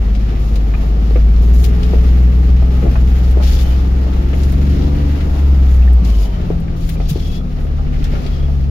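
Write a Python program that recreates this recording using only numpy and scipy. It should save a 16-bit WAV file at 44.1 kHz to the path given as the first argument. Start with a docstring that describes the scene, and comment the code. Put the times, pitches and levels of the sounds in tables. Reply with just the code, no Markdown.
"""Truck crawling up a rocky trail

Heard by a camera inside the cab of a six-cylinder truck on a rocky dirt trail, left window open.
Sine tones on the crank orders and whines follow the engine; coloured noise makes the cab's deep heave
and drumming, and, modulated by dense pops, the tyres' crunch, hiss and whirr by the window.
Short decaying rings and noise bursts make cracking stones, pings, and knocks and bumps under the floor;
wavering sines squeal as rubber slips on rock."""
import sys
import numpy as np
from scipy import signal
from scipy.fft import rfft, irfft, next_fast_len
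from scipy.io import wavfile
from scipy.ndimage import uniform_filter1d

SR = 44100
rng = np.random.default_rng(int(sys.argv[2]) if len(sys.argv) > 2 else 0)


def dump_mix(stems):
    """Bounce the given channels to the path in sys.argv[1] as a 16-bit WAV at rate SR."""
    frames = np.atleast_2d(stems).T  # one column per channel
    limited = np.clip(frames, -1, 1)  # hard clip at full scale
    pcm = np.round(limited * 32767).astype(np.int16)
    wavfile.write(sys.argv[1], SR, pcm)


N = 383669

# engine over the climb: t/s, firing rate f/Hz, firing tone level/dB, drive-line load level/dB
ENGINE_RUN = [(0.0, 50.77, -10, -6.5), (0.36, 53.24, -12, -4), (0.6, 51.77, -12, -7.5),
              (1.34, 55.57, -10.5, -3), (1.6, 60, -6, -1), (2.13, 61.66, -8.5, -3),
              (2.4, 61.27, -7.5, -2.5), (2.69, 63.66, -9.5, -4), (3.04, 61.93, -9, -3.5),
              (3.45, 64.07, -12, -6.5), (3.95, 64.35, -10, -5.5), (4.86, 71.34, -14, 0),
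              (5.12, 71.8, -14.5, -3.5), (5.36, 70.4, -15, -7), (5.51, 67.93, -7.5, -4.5),
              (5.72, 63.96, -5, -4), (5.96, 60.76, -4.5, -14), (6.03, 57.9, -12, -1.5),
              (6.2, 50.46, -9, -8), (6.5, 42.74, -28, -2), (6.72, 40.74, -26, -5), (7.0, 40.58, -18, -4.5),
              (7.31, 37.64, -22, -5.5), (7.77, 35.35, -18, -6), (7.96, 36.88, -14.5, -4.5),
              (8.14, 37.33, -18, -4.5), (8.42, 35.03, -23, -5.5), (8.7, 34.6, -24, -6)]
# rolling over the trail: t/s, road noise level/dB, deep rumble level/dB
TRAIL = [(0.0, -0.5, -33), (1.1, 1, -24), (1.9, 2.5, -17), (2.6, 1, -20.5), (3.6, 3.5, -17.5),
         (4.0, 1, -25), (5.1, 2.5, -21.5), (5.7, 1.3, -17.5), (6.1, 0.5, -37), (6.9, -4, -24),
         (7.4, -4.5, -28), (7.9, -3.5, -46), (8.15, 1.5, -25), (8.7, -5, -27)]

# left minus right, dB
BASS_PAN_DB, CRUNCH_PAN_DB, HISS_PAN_DB, WHIRR_PAN_DB = 1.1, 6, 5, 1
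# levels at road noise 0 dB, and dB gained for each dB of road noise
DRUM_DB, DRUM_SLOPE = -33.5, 0.79
CRUNCH_DB, CRUNCH_SLOPE = -50, 0.92
HISS_DB, HISS_SLOPE = -58, 1.4
WHIRR_DB, WHIRR_SLOPE = -44, 1.13
HIT_T = np.arange(int(.16 * SR)) / SR  # time axis of one blow, s


def undb(db):
    """dB to gain."""
    return 10 ** (np.asarray(db) / 20)


def curves(table):
    """Columns of a table, one value per sample."""
    s, *columns = np.transpose(table)
    return [np.interp(np.arange(N) / SR, s, c) for c in columns]


def on_log(hz, table):
    """A (Hz, value) table read on a log-frequency axis."""
    table_hz, values = np.array(table).T
    return np.interp(np.log(hz + 1), np.log(table_hz), values)


def walk(rate):
    """Random levels held 1 / rate s and smoothed twice; spread about 1.4."""
    k = int(SR / rate)
    held = np.repeat(rng.standard_normal(N // k + 1), k)
    return 1.83 * uniform_filter1d(uniform_filter1d(held, k), k)[:N]


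def band(x, lo_hz, hi_hz):
    """Band-pass."""
    return signal.sosfilt(signal.butter(2, [lo_hz, min(hi_hz, .45 * SR)], "band", fs=SR, output="sos"), x)


def panned(pan_db):
    """Left and right gains, as a column."""
    return undb(np.array([[pan_db], [-pan_db]]) / 2)


def stereo(colour, lo_hz, hi_hz, grains=0):
    """Coloured noise at two ports, rms 1 from lo to hi: a shared part, late at the right, and unrelated parts."""
    # likeness of the two microphone ports: f/Hz, shared share of power (0-1)
    likeness = [(30, 0.98), (70, 1), (125, 0.85), (250, 0.99), (500, 0.78), (1200, 0.45), (3000, 0.03),
                (12000, 0.08)]
    port_lag = 19.7  # samples, shrinking below 400 Hz
    size = next_fast_len(N)
    hz = np.arange(size // 2 + 1) * SR / size
    shared, left, right = rfft(rng.standard_normal((3, N)) * (1 + grains), size)
    like = np.clip(on_log(hz, likeness), 0, 1)
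    late = np.exp(-2j * np.pi * hz * port_lag / SR * np.clip(hz / 400, 0, 1))
    pair = np.sqrt(like) * shared * np.array([late ** 0, late])
    pair = pair + np.sqrt(1 - like) * np.array([left, right])
    pair = pair * undb(on_log(hz, colour))
    inside = (hz > lo_hz) & (hz < hi_hz)
    return irfft(pair, size)[:, :N] / irfft(pair * inside, size)[:, :N].std()


def cab_lift_db(hz):
    """Cab resonances lift a tone passing through them."""
    # cab resonances: f/Hz, width/Hz, level/dB
    resonances = [(68.7, 6.3, 13), (101, 7, 0), (125.4, 7.9, 5), (138.2, 12.5, 8), (166, 13, 6.5),
                  (185.7, 11.2, 7.5), (206.2, 8.1, 7.5), (243.4, 8.1, 2.5), (286, 15, 5), (355, 7, 7.5),
                  (426, 17, 9.5)]
    return sum(db / (1 + (2 * (hz - centre) / width) ** 2) for centre, width, db in resonances)


def crank_tone(k, db, hz):
    """A sine at k times the crank rate; uneven firings make it waver in level and phase."""
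    crank = 2 * np.pi * np.cumsum(hz) / SR / 3  # three firings a turn
    phase = k * crank + rng.uniform(0, 2 * np.pi) + .15 * walk(5)
    skew = min(0.0015 * k ** 2, .45) * walk(1.5)  # higher orders reach the two ports differently
    waver_db = (1.2 if k < 22 else 1.4) * walk(6)
    tone = np.sin(phase + np.array([skew, -skew]))
    pan_db = BASS_PAN_DB + min(0.12 * k, 1.5) * (k > 3)
    return np.sqrt(2) * undb(db + waver_db) * tone * panned(pan_db)


def engine():
    """The firing tone and other crank orders, which follow load, lugging and the cab's resonances."""
    # multiples of the crank rate that sound beside the firing tone
    multiples = (2, 4, 4.5, 5, 6, 7, 8, 9, 10, 11, 12, 13, 14, 15, 16, 18, 20, 21)
    # for each multiple: level/dB, lift when the engine lugs/dB
    order_levels = [(-20.5, -0.5), (-30, 3.5), (-39.5, 14.5), (-28.5, -6), (-26.5, 8), (-40.5, 3.5),
                    (-30.5, -12), (-31.5, 4.5), (-37.5, -21), (-34.5, -3.5), (-32.5, 8.5), (-35, -5.5),
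                    (-53.5, 7.5), (-37.5, 5), (-41.5, 1), (-51.5, 12.5), (-52.5, 21.5), (-42.5, 5)]
    lug_below_hz, lug_range_hz = 57.6, 19.7  # firing rate where lugging begins, and how far down it is full
    firing_load = 1.48  # multiples of the firing rate follow the load this much more steeply
    hz, firing_db, load_db = curves(ENGINE_RUN)
    lug = np.clip((lug_below_hz - hz) / lug_range_hz, 0, 1)
    out = crank_tone(3, firing_db, hz)
    for k, (db, lug_db) in zip(multiples, order_levels):
        load_share = 1 if k % 3 else firing_load
        level_db = db + lug_db * lug + load_db * load_share + cab_lift_db(k * hz / 3)
        out += crank_tone(k, level_db, hz)
    return out


def whines():
    """Belt and gear whines at high crank multiples, louder as the engine speeds up."""
    # whines: multiple of the crank rate, level/dB at 65 firings a second, lift while the revs fall/dB
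    whine_table = [(24, -50, 0), (28, -51, 0), (36, -54, 0), (40, -51, 5), (45, -63, 13), (48, -60, 0),
                   (54, -55.5, 0), (60, -58, 8)]
    whine_db_per_hz = .18  # per Hz of firing rate
    overrun_hz_per_s = 18  # fall of the firing rate at which the lift is full
    hz = curves(ENGINE_RUN)[0]
    slope = uniform_filter1d(np.gradient(hz) * SR, SR // 10)
    overrun = np.clip(-slope / overrun_hz_per_s, 0, 1)
    out = np.zeros((2, N))
    for k, db, overrun_db in whine_table:
        level_db = db + whine_db_per_hz * (hz - 65) + overrun_db * overrun + cab_lift_db(k * hz / 3)
        out += crank_tone(k, level_db, hz)
    return out


def body():
    """The cab heaves in the deep bass and its panels drum with road and exhaust noise."""
    # deep colour: f/Hz, level/dB per Hz
    heave_colour = [(8, -65), (17, -24), (24, -5), (33, -6), (44, -4.5), (53, -2), (66, -14), (80, -14),
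                    (120, -75)]
    # drumming colour: f/Hz, level/dB per Hz
    drum_colour = [(47, -8), (80, -10), (112, -16.5), (161, -15), (240, -17), (310, -21), (388, -20.5),
                   (602, -27), (773, -26.5), (1020, -36), (1230, -31), (1600, -50), (2080, -64),
                   (3520, -120)]
    road_db, deep_db = curves(TRAIL)
    deep = stereo(heave_colour, 20, 45) * undb(deep_db) * panned(BASS_PAN_DB)
    drum_db = DRUM_DB + DRUM_SLOPE * road_db + 0.54 * walk(20)
    drum = stereo(drum_colour, 300, 900) * undb(drum_db) * panned(1.3)
    return deep + drum


def tyres():
    """Dense grit crushed under the tread, as noise swelled by decaying pops, over a steadier whirr."""
    # crunch colour: f/Hz, level/dB per Hz
    crunch_colour = [(1060, -28.5), (1800, -10), (1870, -13.5), (2840, -4), (3190, -3.5), (3490, -3),
                     (5470, -6), (8500, -27), (11000, -40), (18700, -120)]
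    # bright hiss colour: f/Hz, level/dB per Hz
    hiss_colour = [(4120, -15), (7000, 0.5), (8030, -17.5), (8760, -9), (11500, -3.5), (14400, -5.5),
                   (15600, -10.5)]
    # whirr colour: f/Hz, level/dB per Hz
    whirr_colour = [(590, -39), (1000, -28.5), (1330, -1), (1520, -4.5), (1870, -3.5), (2970, -7.5),
                    (3100, -10), (6840, -28), (8000, -37.5), (10400, -69), (17600, -120)]
    crunch_gain, hiss_gain, whirr_gain = tyre_gains()
    # 120 pops a second on average, each dying away over 21 ms
    pops = (rng.random(N) < 120 / SR) * undb(np.minimum(3 * rng.exponential(1, N), 9))
    grains = signal.lfilter([1], [1, -np.exp(-1 / (0.021 * SR))], 0.1 * pops)
    flicker_db = 0.4 * walk(15)
    # the limits in Hz are the bands in which the levels hold
    crunch = stereo(crunch_colour, 3500, 7000, grains) * crunch_gain * undb(flicker_db)
    hiss = stereo(hiss_colour, 9000, 15500, grains) * hiss_gain * undb(flicker_db + 0.6 * walk(11))
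    whirr = stereo(whirr_colour, 1100, 2600, grains) * whirr_gain * undb(0.42 * walk(12))
    return crunch * panned(CRUNCH_PAN_DB) + hiss * panned(HISS_PAN_DB) + whirr * panned(WHIRR_PAN_DB)


def fade(t60, rise=.0006):
    """A blow's envelope: a rise (time constant, s), then a decay of 60 dB in t60 s."""
    return np.exp(-np.log(1000) * HIT_T / t60) * (1 - np.exp(-HIT_T / rise))


def peaked(x):
    """Scales a sound to peak 1."""
    return x / np.abs(x).max()


def add(out, s, sound, db, pan_db):
    """Places a sound at s seconds with its peak level, before panning, in dB."""
    i = int(s * SR)
    sound = sound[:, :N - i]
    out[:, i:i + sound.shape[1]] += peaked(sound) * undb(db) * panned(pan_db)


def cracks():
    """Stones crack under the tread: short bursts of noise with a brighter part."""
    # cracks: t/s, peak level/dB, centre f/Hz, bright part level/dB
    crack_table = [(0.15, -27.5, 3140, -50), (0.556, -26.5, 3670, -32), (1.361, -31.5, 3350, -54),
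                   (1.4293, -40, 2460, -47), (1.6404, -18, 3700, -23), (1.8305, -22, 3300, -58),
                   (2.3228, -33, 2420, -52), (3.309, -35, 2929, -29), (3.431, -30, 2010, -48),
                   (4.3303, -24, 2054, -49), (4.4323, -25.5, 4570, -45), (4.519, -41, 2547, -31),
                   (5.206, -24.5, 2426, -54), (5.7489, -35, 2190, -53), (5.9296, -40, 2130, -31),
                   (6.047, -28, 4260, -45), (6.096, -33, 3070, -38), (6.5994, -45, 2050, -38),
                   (6.8908, -24, 2804, -23), (7.0946, -30, 3438, -24), (7.119, -32, 2474, -40),
                   (8.0411, -23, 4000, -32), (8.263, -25, 3310, -54)]
    out = np.zeros((2, N))
    for s, db, hz, bright_db in crack_table:
        puff = rng.standard_normal((2, 2, len(HIT_T)))
        add(out, s, band(puff[0], 0.6 * hz, 1.44 * hz) * fade(0.092), db, CRUNCH_PAN_DB)
        add(out, s, band(puff[1], 8100, 20000) * fade(0.043, 0.0021), bright_db, HISS_PAN_DB)
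    return out


def tyre_gains():
    """Gains of crunch, hiss and whirr: the road's share plus, in power, each uneven slip or grind."""
    # a wheel slips on grit: start t/s, length/s, crunch level/dB, bright hiss level/dB
    slip_table = [(0.375, 0.21, -52, -57), (1.398, 0.1, -51, -49.5), (1.52, 0.15, -46, -43.5),
                  (1.82, 0.29, -49.5, -58), (3.221, 0.086, -47, -55), (3.414, 0.21, -37, -43.5),
                  (3.64, 0.18, -48.5, -58), (4.328, 0.21, -47, -50.5), (4.68, 0.21, -48.5, -58),
                  (5.69, 0.069, -56, -52), (6.03, 0.22, -44, -48.5), (6.753, 0.19, -48, -50),
                  (6.966, 0.23, -48, -61), (7.074, 0.042, -36.5, -38.5), (7.133, 0.24, -45.5, -55),
                  (7.582, 0.08, -65, -60), (7.96, 0.065, -52, -70), (8.102, 0.28, -50.5, -70)]
    # coarse gravel grinds under a wheel: start t/s, length/s, level/dB
    grind_table = [(7.56, .14, -52.5), (7.847, 0.11, -49.5), (7.995, 0.082, -44), (8.11, 0.061, -42)]
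    attack_s, release_s = 0.024, 0.033
    gritty_db, gritty_rate = 1.1, 140  # scale of the unevenness, changes a second
    t, road_db = np.arange(N) / SR, curves(TRAIL)[0]
    steady_db = [CRUNCH_DB + CRUNCH_SLOPE * road_db,
                 HISS_DB + HISS_SLOPE * road_db,
                 WHIRR_DB + WHIRR_SLOPE * road_db]
    power = undb(steady_db) ** 2
    grip = undb(gritty_db * np.array([scale * walk(gritty_rate) for scale in (1, 1, 2.5)]))

    def shape(start, length):
        """Straight attack, hold, and straight release after the length."""
        release = 1 + (start + length - t) / release_s
        return np.clip(np.minimum((t - start) / attack_s, release), 0, 1)

    for start, length, *db in slip_table:
        power[:2] += (np.outer(undb(db), shape(start, length)) * grip[:2]) ** 2
    for start, length, db in grind_table:
        power[2] += (undb(db) * shape(start, length) * grip[2]) ** 2
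    return np.sqrt(power)


def ring_modes(modes, detune, gains_db, rise):
    """Sum of decaying sines, detuned apart at each port, all starting together."""
    return sum(undb(g) * np.sin(2 * np.pi * f * d * HIT_T) * fade(t60, rise)
               for (f, _, t60), d, g in zip(modes, detune, gains_db))


def knocks():
    """Stones and suspension ring the floor modes nearest each knock's centre, and rattle on."""
    # knocks: t/s, peak level/dB, centre f/Hz, upper ring level/dB, left minus right/dB
    knock_table = [(.738, -26.5, 800, -22.5, 3), (1.109, -14, 389.6, -43, 0),
                   (1.158, -7.5, 432.6, -21.5, -1.5), (1.935, -9, 426, -26, 2), (2.623, -22, 666.5, -51, 2),
                   (2.824, -22, 454, -30, 8), (2.83, -17, 420, -31, 5), (2.839, -16, 420, -40, 0),
                   (2.853, -14, 463, -38, 6), (2.867, -18, 400, -36, 6), (2.879, -15, 399.8, -28, 6),
                   (2.956, -19, 899, -21.5, 2.5), (3.371, -13.5, 420, -44, 13), (3.399, -18, 670, -38, 0),
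                   (4.0, -22, 480.6, -45, 0), (4.067, -19, 500, -45, 0), (4.334, -16.5, 449.7, -30, 2),
                   (4.529, -22, 521, -45, 0), (5.361, -27, 692.2, -44, 3), (6.503, -8, 394.1, -34, 2.5),
                   (6.68, -42, 1286, -30.5, 6), (6.954, -29, 800, -35, 1), (7.001, -19, 560, -28, 2.5),
                   (7.158, -13, 378, -46, 3), (7.573, -32, 700, -44, 1), (7.65, -22, 408, -48, 8),
                   (7.791, -27.5, 749, -49, 3), (7.848, -33, 699.4, -44, 3), (8.103, -25, 299.3, -40, 4),
                   (8.136, -16.5, 506.6, -32, 5), (8.26, -25, 417, -31, -3), (8.485, -27.5, 664, -51, 7)]
    # modes of the floor: f/Hz, level/dB, t60/s
    floor_modes = [(360, 1.5, 0.044), (428, -5, 0.09), (529, -17, 0.16), (651, -8, 0.18), (800, -12, 0.18),
                   (1233, -6, 0.087), (1324, -16, 0.066)]
    # what the stone's edge rings with: f/Hz, level/dB, t60/s
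    edge_modes = [(1270, -1, 0.084), (1940, 0, .04), (2486, -0.5, 0.044)]
    blow_rise_s = .002
    out = np.zeros((2, N))
    for s, db, hz, upper_db, pan_db in knock_table:
        detune = 1 + 0.062 * rng.standard_normal((len(floor_modes), 2, 1))
        puff = rng.standard_normal((2, 2, len(HIT_T)))
        floor_db = [g - 12.8 * abs(np.log2(f / hz)) for f, g, _ in floor_modes]
        ring = ring_modes(floor_modes, detune, floor_db, blow_rise_s)
        rattle = band(puff[0], 0.65 * hz, 1.25 * hz) * fade(0.17, 0.004)
        # the blow itself: a swing that falls 60 dB in four cycles
        thud = np.sin(2 * np.pi * hz * HIT_T) * fade(4 / hz, blow_rise_s)
        low = -peaked(ring) - .8 * thud / thud.max() + 0.45 * peaked(rattle)
        add(out, s, low, db, pan_db)
        edge = ring_modes(edge_modes, detune, [g for _, g, _ in edge_modes], .0006)
        scrape = band(puff[1], 1300, 2600) * fade(0.12, 0.00022)
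        add(out, s, peaked(edge) + 0.68 * peaked(scrape), upper_db, pan_db)
    return out


def pings():
    """Small stones ping off metal: two close decaying rings at each port."""
    # pings: t/s, peak level/dB, f/Hz
    ping_table = [(.749, -30, 2500), (2.963, -28, 1350), (5.811, -37, 2350), (5.823, -32.5, 2600),
                  (5.876, -26.5, 1830), (6.968, -37, 2400), (7.412, -37, 1298), (7.784, -34, 1316),
                  (7.94, -40, 2100), (8.012, -38, 1996), (8.16, -35, 1400)]
    out = np.zeros((2, N))
    for s, db, hz in ping_table:
        pair = hz * (1 + .025 * rng.standard_normal((2, 2, 1)))
        add(out, s, np.sin(2 * np.pi * pair * HIT_T).sum(axis=0) * fade(.048, .0015), db, 2)
    return out


def bumps():
    """Dull, round bumps of the suspension: low sines that die quickly."""
    # bumps: t/s, peak level/dB, f/Hz
    bump_table = [(2.838, -11.5, 176), (5.198, -26, 110.8), (6.02, -10.5, 166), (7.114, -7.5, 139),
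                  (8.021, -21, 139), (8.118, -14, 145), (5.26, -18, 200), (8.001, -21, 284),
                  (8.11, -20, 212)]
    out = np.zeros((2, N))
    for s, db, hz in bump_table:
        add(out, s, np.sin(2 * np.pi * hz * HIT_T) * fade(0.057, 0.006) * np.ones((2, 1)), db, 1.5)
    return out


def squeals():
    """Rubber squeals on rock: a wandering sine, part steady and part fluttering in level."""
    # squeals: start t/s, end t/s, f/Hz, width/Hz, level/dB
    squeal_table = [(3.5, 3.61, 3450, 200, -46), (3.58, 3.76, 2969, 200, -44),
                    (6.0, 6.439, 3049, 219.7, -51), (6.021, 6.3, 2350, 250, -54),
                    (6.15, 6.27, 4850, 300, -52), (7.158, 7.42, 3360, 200, -47),
                    (7.199, 7.419, 2624, 298, -56), (8.242, 8.5, 3305, 200.1, -49)]
    wander, fade_share, steady = .007, .2, .8  # pitch share; rise and fall by length; tone against noise
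    t = np.arange(N) / SR
    out = np.zeros((2, N))
    for start, end, hz, width, db in squeal_table:
        pitch = hz * (1 + wander * walk(17))
        flutter = uniform_filter1d(rng.standard_normal((2, N)), int(SR / width))
        ring = (steady + flutter / flutter.std()) * np.sin(2 * np.pi * np.cumsum(pitch) / SR)
        ring = ring / ring.std() * undb(1.8 * walk(45))  # the rubber grips and lets go
        ends = np.minimum(t - start, end - t) / (fade_share * (end - start))
        out += ring * undb(db) * np.clip(ends, 0, 1)
    return out * panned(CRUNCH_PAN_DB)


def scene():
    """All sources, with a 3 ms fade at both ends."""
    t = np.arange(N) / SR
    mix = engine() + whines() + body() + tyres() + cracks() + knocks() + pings() + bumps() + squeals()
    return mix * np.clip(np.minimum(t, t[-1] - t) / .003, 0, 1)


def record(dry):
    """The camera rounds the loudest peaks and cuts the top above 15770 Hz."""
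    rounded = np.tanh(.92 * dry) / .92
    return signal.sosfilt(signal.ellip(14, .2, 90, 15770, fs=SR, output="sos"), rounded)


dry = scene()
out = record(dry)
dump_mix(out)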